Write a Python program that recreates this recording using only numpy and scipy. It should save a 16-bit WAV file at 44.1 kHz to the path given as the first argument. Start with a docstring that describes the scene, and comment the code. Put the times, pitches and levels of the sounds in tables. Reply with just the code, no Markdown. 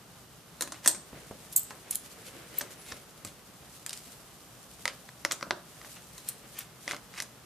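"""Small quiet room, wooden table: steel tweezers work at the hinges of an open laptop, close to the microphone.
Tips tap, scrape, skid and squeal; the loose lid knocks at its hinge; tiny screws drop on the table.
Fingers bump and rub the case and a sleeve swishes, over ventilation, hiss and mains hum.
Contacts are noise bursts and snaps through a colour filter, some with damped modes, plus reflections.
Rubbing and ventilation are coloured, grainy noise; squeal and hum are sines."""
import sys
import numpy as np
from scipy import signal
from scipy.fft import rfft, irfft, next_fast_len
from scipy.io import wavfile
from scipy.ndimage import uniform_filter1d, map_coordinates

SR = 44100
rng = np.random.default_rng(int(sys.argv[2]) if len(sys.argv) > 2 else 0)


def log_audio(samples):
    """Write samples as a 16-bit WAV file to the path given in sys.argv[1]."""
    # one column per channel
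    frames = np.atleast_2d(samples).T
    # limit to full scale, then quantise
    limited = np.clip(frames, -1, 1)
    pcm = np.round(limited * 32767).astype(np.int16)
    wavfile.write(sys.argv[1], SR, pcm)


N = 328545
SIZE = 16384  # samples per contact
LEAD_S, LEVEL_WINDOW_S = 0.06, 0.01
AGE_S = np.arange(SIZE) / SR
HZ = np.fft.rfftfreq(SIZE, 1 / SR)
TOP_HZ = 14350

# Room noise colour: [pitch_hz, gain_db]
AIR = [(20, -54), (54, -4), (87, -9.5), (155, -1), (294, -11), (387, -12.5), (445, -14), (774, -11),
       (966, -14.5), (1210, -12.5), (2280, -24.5), (2850, -19.5), (13800, -23), (15000, -38)]
# Left-right likeness of diffuse sound: [pitch_hz, correlation]
ALIKE = [(60, 0.83), (180, 0.86), (550, 0.75), (1640, 0.59), (4950, 0.25), (14900, 0.099)]
# Side signal of near contacts: [pitch_hz, side_db]
WIDTH = [(300, -49), (2000, -25), (6000, -8), (9000, -4), (13500, -1.5)]
# Room decay: [pitch_hz, t60_s]
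ROOM = [(150, 0.3), (600, 0.32), (2000, 0.32), (8000, 0.33), (14000, 0.18)]
# Room tail colour: [pitch_hz, gain_db]
ROOM_SEND = [(200, 2.5), (1000, -5.5), (2500, -10.5), (8000, -12), (14000, -11.5)]
AIR_DB, HUM_DB, HUM_HZ = -54, -66, 120

# Fingers slide on the case: [fastest_s, level_db, length_s]
SLIDES = [(1.19, -54.5, 0.22), (1.65, -61.5, 0.95), (2.45, -52, 1), (2.94, -49, 0.11), (5.84, -57.5, .2),
          (6.5, -59.5, 0.77), (6.925, -48, 0.11)]
# Finger rub colour: [pitch_hz, gain_db]
FINGER_COLOUR = [(100, -22), (250, -3.5), (400, -1.5), (480, -2.5), (580, -4), (800, -12), (2000, -8),
                 (4500, -18.5), (9000, -31)]
# Sleeve swishes as the arm moves: [fastest_s, level_db, length_s]
SWISHES = [(1.52, -52.5, 0.81), (2.2, -55, 0.56), (2.7, -54, 0.79), (3.72, -56, 0.39), (4.06, -52.5, 0.29),
           (4.6, -57, 1.7), (5.9, -51.5, 0.35), (6.24, -53.5, 0.34), (6.51, -52, 0.076),
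           (6.85, -50.5, 0.083)]
# Sleeve colour: [pitch_hz, gain_db]
SLEEVE_COLOUR = [(1200, -20), (2500, 1.5), (9000, 5.5), (14400, -0.5)]
RESTING_RUB_DB, RESTING_SLEEVE_DB = -61.5, -62.5  # the hands are never quite still

# Tweezer tips strike the frame: [contact_s, level_db, hardness_db_per_octave]
TAPS = [(0.6093, -30, -2), (0.6221, -29.5, 0.5), (0.6756, -44.5, -3), (0.7218, -38, -4),
        (0.8609, -27, -0.5), (0.876, -15, 3), (0.882, -24, 3.5), (.8925, -36, 0), (0.913, -35, 3),
        (0.9483, -42.5, -4.5), (1.7073, -42, -6.5), (2.6137, -35, -4), (3.249, -38.5, -1.5), (5.32, -29, 0),
        (5.3242, -39, -1), (6.18, -45.5, -2), (7.2227, -38, -1)]
# Tap colour: [pitch_hz, gain_db]
TAP_COLOUR = [(60, -54), (220, -5), (400, -9.5), (1000, -8.5), (1700, -6.5), (2500, -8), (4100, -2),
              (5000, -4.5), (6300, 1.5), (8000, -2), (10000, -3), (13000, -9), (15000, -11.5)]
# Tweezer modes: [pitch_hz, level_db, t60_s]
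STEEL_MODES = [(4200, -12, 0.014), (7140, -20, 0.035), (7650, -8, 0.018), (8260, -3.5, 0.008),
               (8720, -8, 0.029)]
# Lid modes: [pitch_hz, level_db, t60_s]
LID_MODES = [(336.5, -13.5, 0.082), (580, -12, 0.058), (1016, -10.5, 0.036), (1294, -9.5, 0.023),
             (1766, -7.5, 0.0077)]
# Scrape before a tap, chatter after one of usual level; a stronger tap chatters longer
TAP_LEAD_IN_S, TAP_CHATTER_S, USUAL_TAP_DB, CHATTER_DOUBLES_DB = 0.00028, 0.0026, -35, 29

# Tip drags over the frame: [contact_s, level_db, hardness_db_per_octave, swell_s]
SCRAPES = [(0.745, -47, -2, 0.0081), (0.845, -38, 1.5, 0.0073), (1.927, -37.5, 7, 0.011),
           (2.264, -43.5, 4, 0.011), (2.586, -39, 2.5, 0.027), (2.902, -42, 1.5, 0.049),
           (3.265, -44.5, 3, .002), (4.884, -40.5, -3.5, 0.0033), (5.961, -49.5, -3.5, 0.0053),
           (6.283, -43.5, 2.5, 0.012), (6.606, -38.5, 0.5, 0.052), (6.893, -36, -0.5, 0.012),
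           (6.928, -42, -1, .005), (7.19, -36.5, -1, 0.027)]
# Scrape colour: [pitch_hz, gain_db]
SCRAPE_COLOUR = [(60, -47), (400, -5), (1300, 4.5), (2100, 7.5), (2900, 8), (5000, 3), (10000, 0),
                 (14000, -10.5)]
SCRAPE_FADE_S = 0.027

# Lid knocks at its hinge: [contact_s, level_db, hardness_db_per_octave, grind_s]
KNOCKS = [(.861, -32, -0.5, 0.0024), (2.6106, -39, -1, 0.00048), (2.9223, -39, 1.5, 0.0035),
          (4.8557, -27.5, 0.7, 0.00037), (4.879, -31, 2, 0.0013), (5.0904, -48.5, -0.5, 0.0019),
          (5.2503, -25, 1.1, .0004), (5.313, -30.5, 0.5, 0.0016), (5.411, -45.5, -2, 0.0011),
          (5.428, -33, -3.5, 0.00099), (5.5087, -25.5, -3.5, 0.00032), (5.8155, -50.5, -4, 0.0012),
          (5.848, -49, -2, 0.0011), (6.879, -33.5, -1.5, 0.00084), (6.9112, -33.5, 0, 0.00047),
          (6.919, -38, 4, 0.0023), (6.9343, -39, -10, 0.0012), (6.9464, -43, -3, 0.00088),
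          (6.9656, -47, 2.5, .001), (7.14, -49.5, -0.5, .001), (7.182, -43, 1, 0.0036),
          (7.2025, -33.5, 5, 0.00077)]
# Knock colour: [pitch_hz, gain_db]
KNOCK_COLOUR = [(60, -22.5), (200, -13), (320, -2.5), (440, -14.5), (580, 2.5), (800, -5), (1250, 4),
                (2000, 1), (2900, -6.5), (4300, -0.5), (6000, -2.5), (8500, -12.5), (11000, -15.5),
                (15000, -32)]
# Each hinge has its own brief resonance
LEFT_HINGE_HZ, RIGHT_HINGE_HZ, HINGE_WIDTH_HZ, HINGE_DB = 1800, 2043, 220, 11
CHANGE_HINGE_S = 4
KNOCK_SNAP_DB, GRIND_HALVES_SNAP_S = 10, 0.0011
# A hard knock moves the panel less: bass dB lost per unit of hardness
PANEL_DB, PANEL_LOSS, PANEL_WIDTH_HZ = -1, 1.8, 900

# Fingers bump the case: [contact_s, level_db]
BUMPS = [(1.1299, -45), (1.162, -50.5), (1.311, -40.5), (2.925, -47), (3.249, -46), (5.468, -46)]
# Bump colour: [pitch_hz, gain_db]
BUMP_COLOUR = [(30, -23), (100, 1.5), (210, -2.5), (340, -10.5), (560, -2.5), (850, -13.5), (2200, -25),
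               (5000, -45)]
# Case modes: [pitch_hz, level_db, t60_s]
CASE_MODES = [(122, 9, 0.037), (530, -7, 0.025), (720, -2, 0.05)]

# Tip skids on metal: [contact_s, level_db, fall_s, low_squeak_hz, low_boost_db, high_boost_db]
SKIDS = [(1.5275, -40.5, 0.0068, 11400, 11, -1), (1.5627, -17.5, 0.011, 7770, 8.5, 15.5),
         (1.578, -30, 0.0046, 8500, 8, 24), (1.594, -33.5, .005, 7700, 19, 30),
         (1.6335, -44, .001, 8400, 10, 19), (1.9097, -28, 0.0043, 10100, 14, 12),
         (1.95, -38, .0012, 8500, 8, 16), (1.9563, -28, 0.00087, 9750, 10, 13.5),
         (2.5862, -26, 0.0008, 8800, -3, 37), (6.289, -30.5, 0.0016, 9300, 8, 15.5),
         (6.295, -39.5, 0.0008, 9200, 17, 8), (6.59, -35.5, 0.0023, 10600, 7, 18)]
# Skid colour: [pitch_hz, gain_db]
SKID_COLOUR = [(60, -34), (300, -24), (2600, -8.5), (4200, 0.5), (5800, -1.5), (7000, 3.5), (10000, 4),
               (14000, 0.5)]
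SKID_RISE_S, UPPER_SQUEAK_HZ = 0.0014, 13440

# Tip squeals thinly: [time_s, pitch_hz, level_db]
SQUEAL = [(2.68, 11400, -78), (2.75, 10500, -68), (2.82, 9960, -56), (2.89, 9900, -63), (3.06, 9700, -70)]

# Screws land on the table: [contact_s, level_db]
SCREWS = [(3.8633, -35.5), (3.8938, -38), (3.9308, -37.5)]
# Screw tick colour: [pitch_hz, gain_db]
SCREW_COLOUR = [(60, -33), (400, -23), (1100, -12), (2000, -1.5), (4500, -0.5), (9000, 3.5), (11500, -10),
                (15000, -9)]
BOUNCE_S, BOUNCE_LOSS_DB = 0.044, 8.5


def amp(db):
    """Decibels to gain."""
    return 10 ** (np.asarray(db) / 20)


def unit(x):
    """Scale to rms 1."""
    return x / np.sqrt(np.mean(x ** 2) + 1e-20)


def one_blow(x):
    """Scale to mean energy 1 per channel."""
    return unit(x) / np.sqrt(x.shape[-1])


def along(points, hz):
    """Interpolate (Hz, value) points on a log frequency axis."""
    point_hz, value = np.transpose(points)
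    return np.interp(np.log(hz + 1), np.log(point_hz + 1), value)


def peak(hz, width_hz):
    """Resonance bump of height 1."""
    return 1 / (1 + ((HZ - hz) / width_hz) ** 2)


def wobble(rate_hz):
    """Smooth random curve, rate_hz knots a second."""
    knots = rng.standard_normal(int(N * rate_hz / SR) + 4)
    return map_coordinates(knots, [np.arange(N) * rate_hz / SR])


def filtered(x, response):
    """Filter x by a zero-phase response of frequency."""
    size = x.shape[-1]
    padded = next_fast_len(size + SIZE)
    spectrum = rfft(x, padded) * response(np.fft.rfftfreq(padded, 1 / SR))
    return irfft(spectrum, padded)[..., :size]


def struck(force, colour_db):
    """Causal (minimum-phase) answer of a body with this colour."""
    cepstrum = irfft(np.log(amp(colour_db) + 1e-6))
    cepstrum[1:SIZE // 2] *= 2
    cepstrum[SIZE // 2 + 1:] = 0
    return irfft(rfft(force) * np.exp(rfft(cepstrum)))


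def diffuse(pair):
    """Mix two unrelated signals into left and right, alike in the bass."""
    def mid_side_gain(hz):
        turn = np.arccos(np.clip(along(ALIKE, hz), -1, 1)) / 2
        return np.array([np.cos(turn), np.sin(turn)])

    mid, side = filtered(pair, mid_side_gain)
    return np.array([mid + side, mid - side])


def spread(pair):
    """A near source reaches both microphones alike, except in the treble."""
    side = filtered(pair[1], lambda hz: amp(along(WIDTH, hz)))
    return one_blow(np.array([pair[0] + side, pair[0] - side]))


def ring(modes, detune, scatter_db=2):
    """Damped modes; grip shifts their pitch, point of contact their strength."""
    t = np.maximum(AGE_S - LEAD_S, 0)
    out = np.zeros((2, SIZE))
    for hz, db, t60_s in modes:
        phase = rng.uniform(0, 2 * np.pi, (2, 1))
        pitch_hz = hz * (1 + detune * rng.standard_normal())
        envelope = amp(-60 * t / t60_s) * (1 - np.exp(-t * hz * 2))
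        wave = np.sin(2 * np.pi * pitch_hz * t + phase) * envelope
        out += amp(db + scatter_db * rng.standard_normal()) * one_blow(wave)
    return out


def chatter(rise_s, fall_s, rough):
    """Microscopic slips swell up to a contact and die away after it."""
    t = AGE_S - LEAD_S
    swell = np.exp(np.where(t < 0, t / max(rise_s, 1e-5), -t / max(fall_s, 1e-4)))
    grain = np.exp(rough * unit(uniform_filter1d(rng.standard_normal(SIZE), size=16)))
    return one_blow(swell * grain * rng.standard_normal((2, SIZE)))


def contact(colour, hardness, rise_s, fall_s, snap_db, rough):
    """One sharp snap amid chatter; a harder contact is brighter."""
    force = chatter(rise_s, fall_s, rough)
    at = round(LEAD_S * SR)
    force[0, at] += amp(snap_db)
    force[1, at + 2] += amp(snap_db) * rng.choice([-1, 1])
    octaves = np.log2(np.maximum(HZ / 1500, 1))  # hardness tilts above 1500 Hz
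    return one_blow(struck(force, along(colour, HZ) + hardness * octaves))


def in_room(dry, wet_db, near_db, near_t60_s=0.07):
    """Add scatter from the table and screen, then the short tail of the room."""
    hz, t, z = signal.stft(rng.standard_normal((2, SIZE)), SR, nperseg=256)
    decay = amp(-60 * t / along(ROOM, hz)[:, None])
    tail = signal.istft(z * decay, SR, nperseg=256)[1][:, :SIZE]
    tail = one_blow(tail * (1 - np.exp(-AGE_S / 0.004)))
    tail = diffuse(filtered(tail, lambda f: amp(along(ROOM_SEND, f) + wet_db)))
    near_envelope = amp(-60 * AGE_S / near_t60_s) * (1 - np.exp(-AGE_S / 0.0006))
    near = spread(rng.standard_normal((2, SIZE)) * near_envelope)
    reflections = tail + amp(near_db) * near
    return dry + signal.fftconvolve(dry.mean(0)[None], reflections, axes=1)[:, :SIZE]


def add(track, contact_s, level_db, sound):
    """Lay in a contact, its energy 1.5 dB above level_db held for the level window."""
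    start = round((contact_s - LEAD_S) * SR)
    part = track[:, start:start + SIZE]
    gain = amp(level_db + 1.5) * np.sqrt(LEVEL_WINDOW_S * SR)
    part += gain * one_blow(sound)[:, :part.shape[1]]


def rush(colour, grain_db):
    """Stereo noise of rms 1, broken into grains."""
    grains = amp(grain_db * (wobble(400) + 1.16 * wobble(35)))
    noise = grains * rng.standard_normal((2, N))
    return unit(diffuse(filtered(noise, lambda hz: amp(along(colour, hz)))))


def strokes(rows, resting_db):
    """Rubbing gain: each movement speeds up and slows down in a bell curve."""
    t = np.arange(N) / SR
    bells = [amp(db) * np.exp(-(2 * (t - s) / length_s) ** 2) for s, db, length_s in rows]
    return np.sqrt(amp(resting_db) ** 2 + np.sum(np.square(bells), axis=0))


def room_noise():
    """Ventilation and hiss as coloured noise, with a faint, wavering mains hum."""
    hum = amp(HUM_DB + 0.72 * wobble(3.25)) * np.sin(2 * np.pi * HUM_HZ * np.arange(N) / SR)
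    return amp(AIR_DB) * rush(AIR, grain_db=-0.52) + hum


def finger_rub():
    """Fingers rub on the case: grainy noise follows the speed of each slide."""
    return strokes(SLIDES, RESTING_RUB_DB) * rush(FINGER_COLOUR, grain_db=1.5)


def sleeve_swish():
    """The sleeve swishes as the arm moves: bright noise follows its speed."""
    return strokes(SWISHES, RESTING_SLEEVE_DB) * rush(SLEEVE_COLOUR, grain_db=2.13)


def tweezer_taps():
    """Hard taps ring the steel; softer ones ring the lid."""
    out = np.zeros((2, N))
    for s, db, hardness in TAPS:
        fall_s = TAP_CHATTER_S * 2 ** ((db - USUAL_TAP_DB) / CHATTER_DOUBLES_DB)
        click = contact(TAP_COLOUR, hardness, TAP_LEAD_IN_S, fall_s, snap_db=-4, rough=0.3)
        steel = amp(-4.5 + 2.1 * hardness) * ring(STEEL_MODES, detune=0.0033)
        lid = amp(-10.5 - 1.5 * hardness) * ring(LID_MODES, detune=0.031)
        add(out, s, db, in_room(spread(click + steel + lid), wet_db=1.5, near_db=-2))
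    return out


def tweezer_scrapes():
    """A dragged tip catches and slips in a dense, uneven rasp."""
    out = np.zeros((2, N))
    for s, db, hardness, swell_s in SCRAPES:
        rasp = contact(SCRAPE_COLOUR, hardness, swell_s, SCRAPE_FADE_S, snap_db=-np.inf, rough=0.76)
        add(out, s, db, in_room(spread(rasp), wet_db=-7.0, near_db=-2.5))
    return out


def hinge_knocks():
    """The lid clacks or grinds; the small hinge is heard directly, the broad panel fills the room."""
    out = np.zeros((2, N))
    for s, db, hardness, grind_s in KNOCKS:
        snap_db = KNOCK_SNAP_DB - 20 * np.log10(2) * grind_s / GRIND_HALVES_SNAP_S
        clack = spread(contact(KNOCK_COLOUR, hardness, 1.14 * grind_s, grind_s, snap_db, rough=0.46))
        bass_db = (PANEL_DB - PANEL_LOSS * hardness) * peak(0, PANEL_WIDTH_HZ)
        lid = amp(-9.5) * spread(ring(LID_MODES, detune=0.019))
        panel = struck(clack + lid, bass_db)
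        hinge_hz = LEFT_HINGE_HZ if s < CHANGE_HINGE_S else RIGHT_HINGE_HZ
        # only what the resonance adds
        hinge = struck(clack, HINGE_DB * peak(hinge_hz, HINGE_WIDTH_HZ)) - clack
        add(out, s, db, hinge + in_room(panel, wet_db=-3.0, near_db=-6.5))
    return out


def finger_bumps():
    """Soft flesh gives a dull push with a slight tick, moving only the low modes of the case."""
    out = np.zeros((2, N))
    for s, db in BUMPS:
        push = contact(BUMP_COLOUR, hardness=0, rise_s=0, fall_s=0.002, snap_db=22, rough=0)
        case = amp(-17.5) * ring(CASE_MODES, detune=0.03)
        add(out, s, db, in_room(spread(push + case), wet_db=-5.0, near_db=3.0))
    return out


def tweezer_skids():
    """Stick and slip pumps two resonances of the tip; the lower one shifts with the grip."""
    out = np.zeros((2, N))
    treble = along([(6000, 0), (6600, 1)], HZ)
    for s, db, fall_s, low_hz, low_db, high_db in SKIDS:
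        # a forceful skid throws its energy into the high bending modes
        bite_db = 1.2 * max(db + 28.0, 0)
        colour_db = along(SKID_COLOUR, HZ) + bite_db * treble
        colour_db += low_db * peak(low_hz, width_hz=710)
        colour_db += high_db * peak(UPPER_SQUEAK_HZ, width_hz=540)
        squeak = one_blow(struck(chatter(SKID_RISE_S, fall_s, rough=0.48), colour_db))
        steel = amp(bite_db - 17.5) * ring(STEEL_MODES[1:], detune=0.019)
        add(out, s, db, in_room(spread(squeak + steel), wet_db=1.5, near_db=-9.0))
    return out


def thin_squeal():
    """A faint, unsteady whistle of metal on metal sinks as the tip slows."""
    time_s, hz, db = np.transpose(SQUEAL)
    t = np.arange(N) / SR
    pitch_hz = np.interp(t, time_s, hz) + 130 * wobble(500)
    level_db = np.interp(t, time_s, db, left=-np.inf, right=-np.inf) + 3.8 * wobble(60)
    return amp(level_db) * np.sin(2 * np.pi * np.cumsum(pitch_hz) / SR)


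def screws():
    """Screws too small to ring tick on the wood and hop once."""
    out = np.zeros((2, N))
    hops = [(s + BOUNCE_S, db - BOUNCE_LOSS_DB) for s, db in SCREWS]
    for s, db in SCREWS + hops:
        tick = contact(SCREW_COLOUR, hardness=0, rise_s=0, fall_s=0.0015, snap_db=-12, rough=0.66)
        add(out, s, db, in_room(spread(tick), wet_db=3.5, near_db=-7))
    return out


def scene():
    """Sum all sounds of the workbench."""
    background = room_noise() + finger_rub() + sleeve_swish()
    tweezers = tweezer_taps() + tweezer_scrapes() + tweezer_skids() + thin_squeal()
    return background + tweezers + hinge_knocks() + finger_bumps() + screws()


def record(dry):
    """The recorder clips just under full scale, then cuts steeply above its band limit."""
    return filtered(np.clip(dry, -0.9, 0.9), lambda hz: 1 / np.sqrt(1 + (hz / TOP_HZ) ** 200))


dry = scene()
out = record(dry)
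log_audio(out)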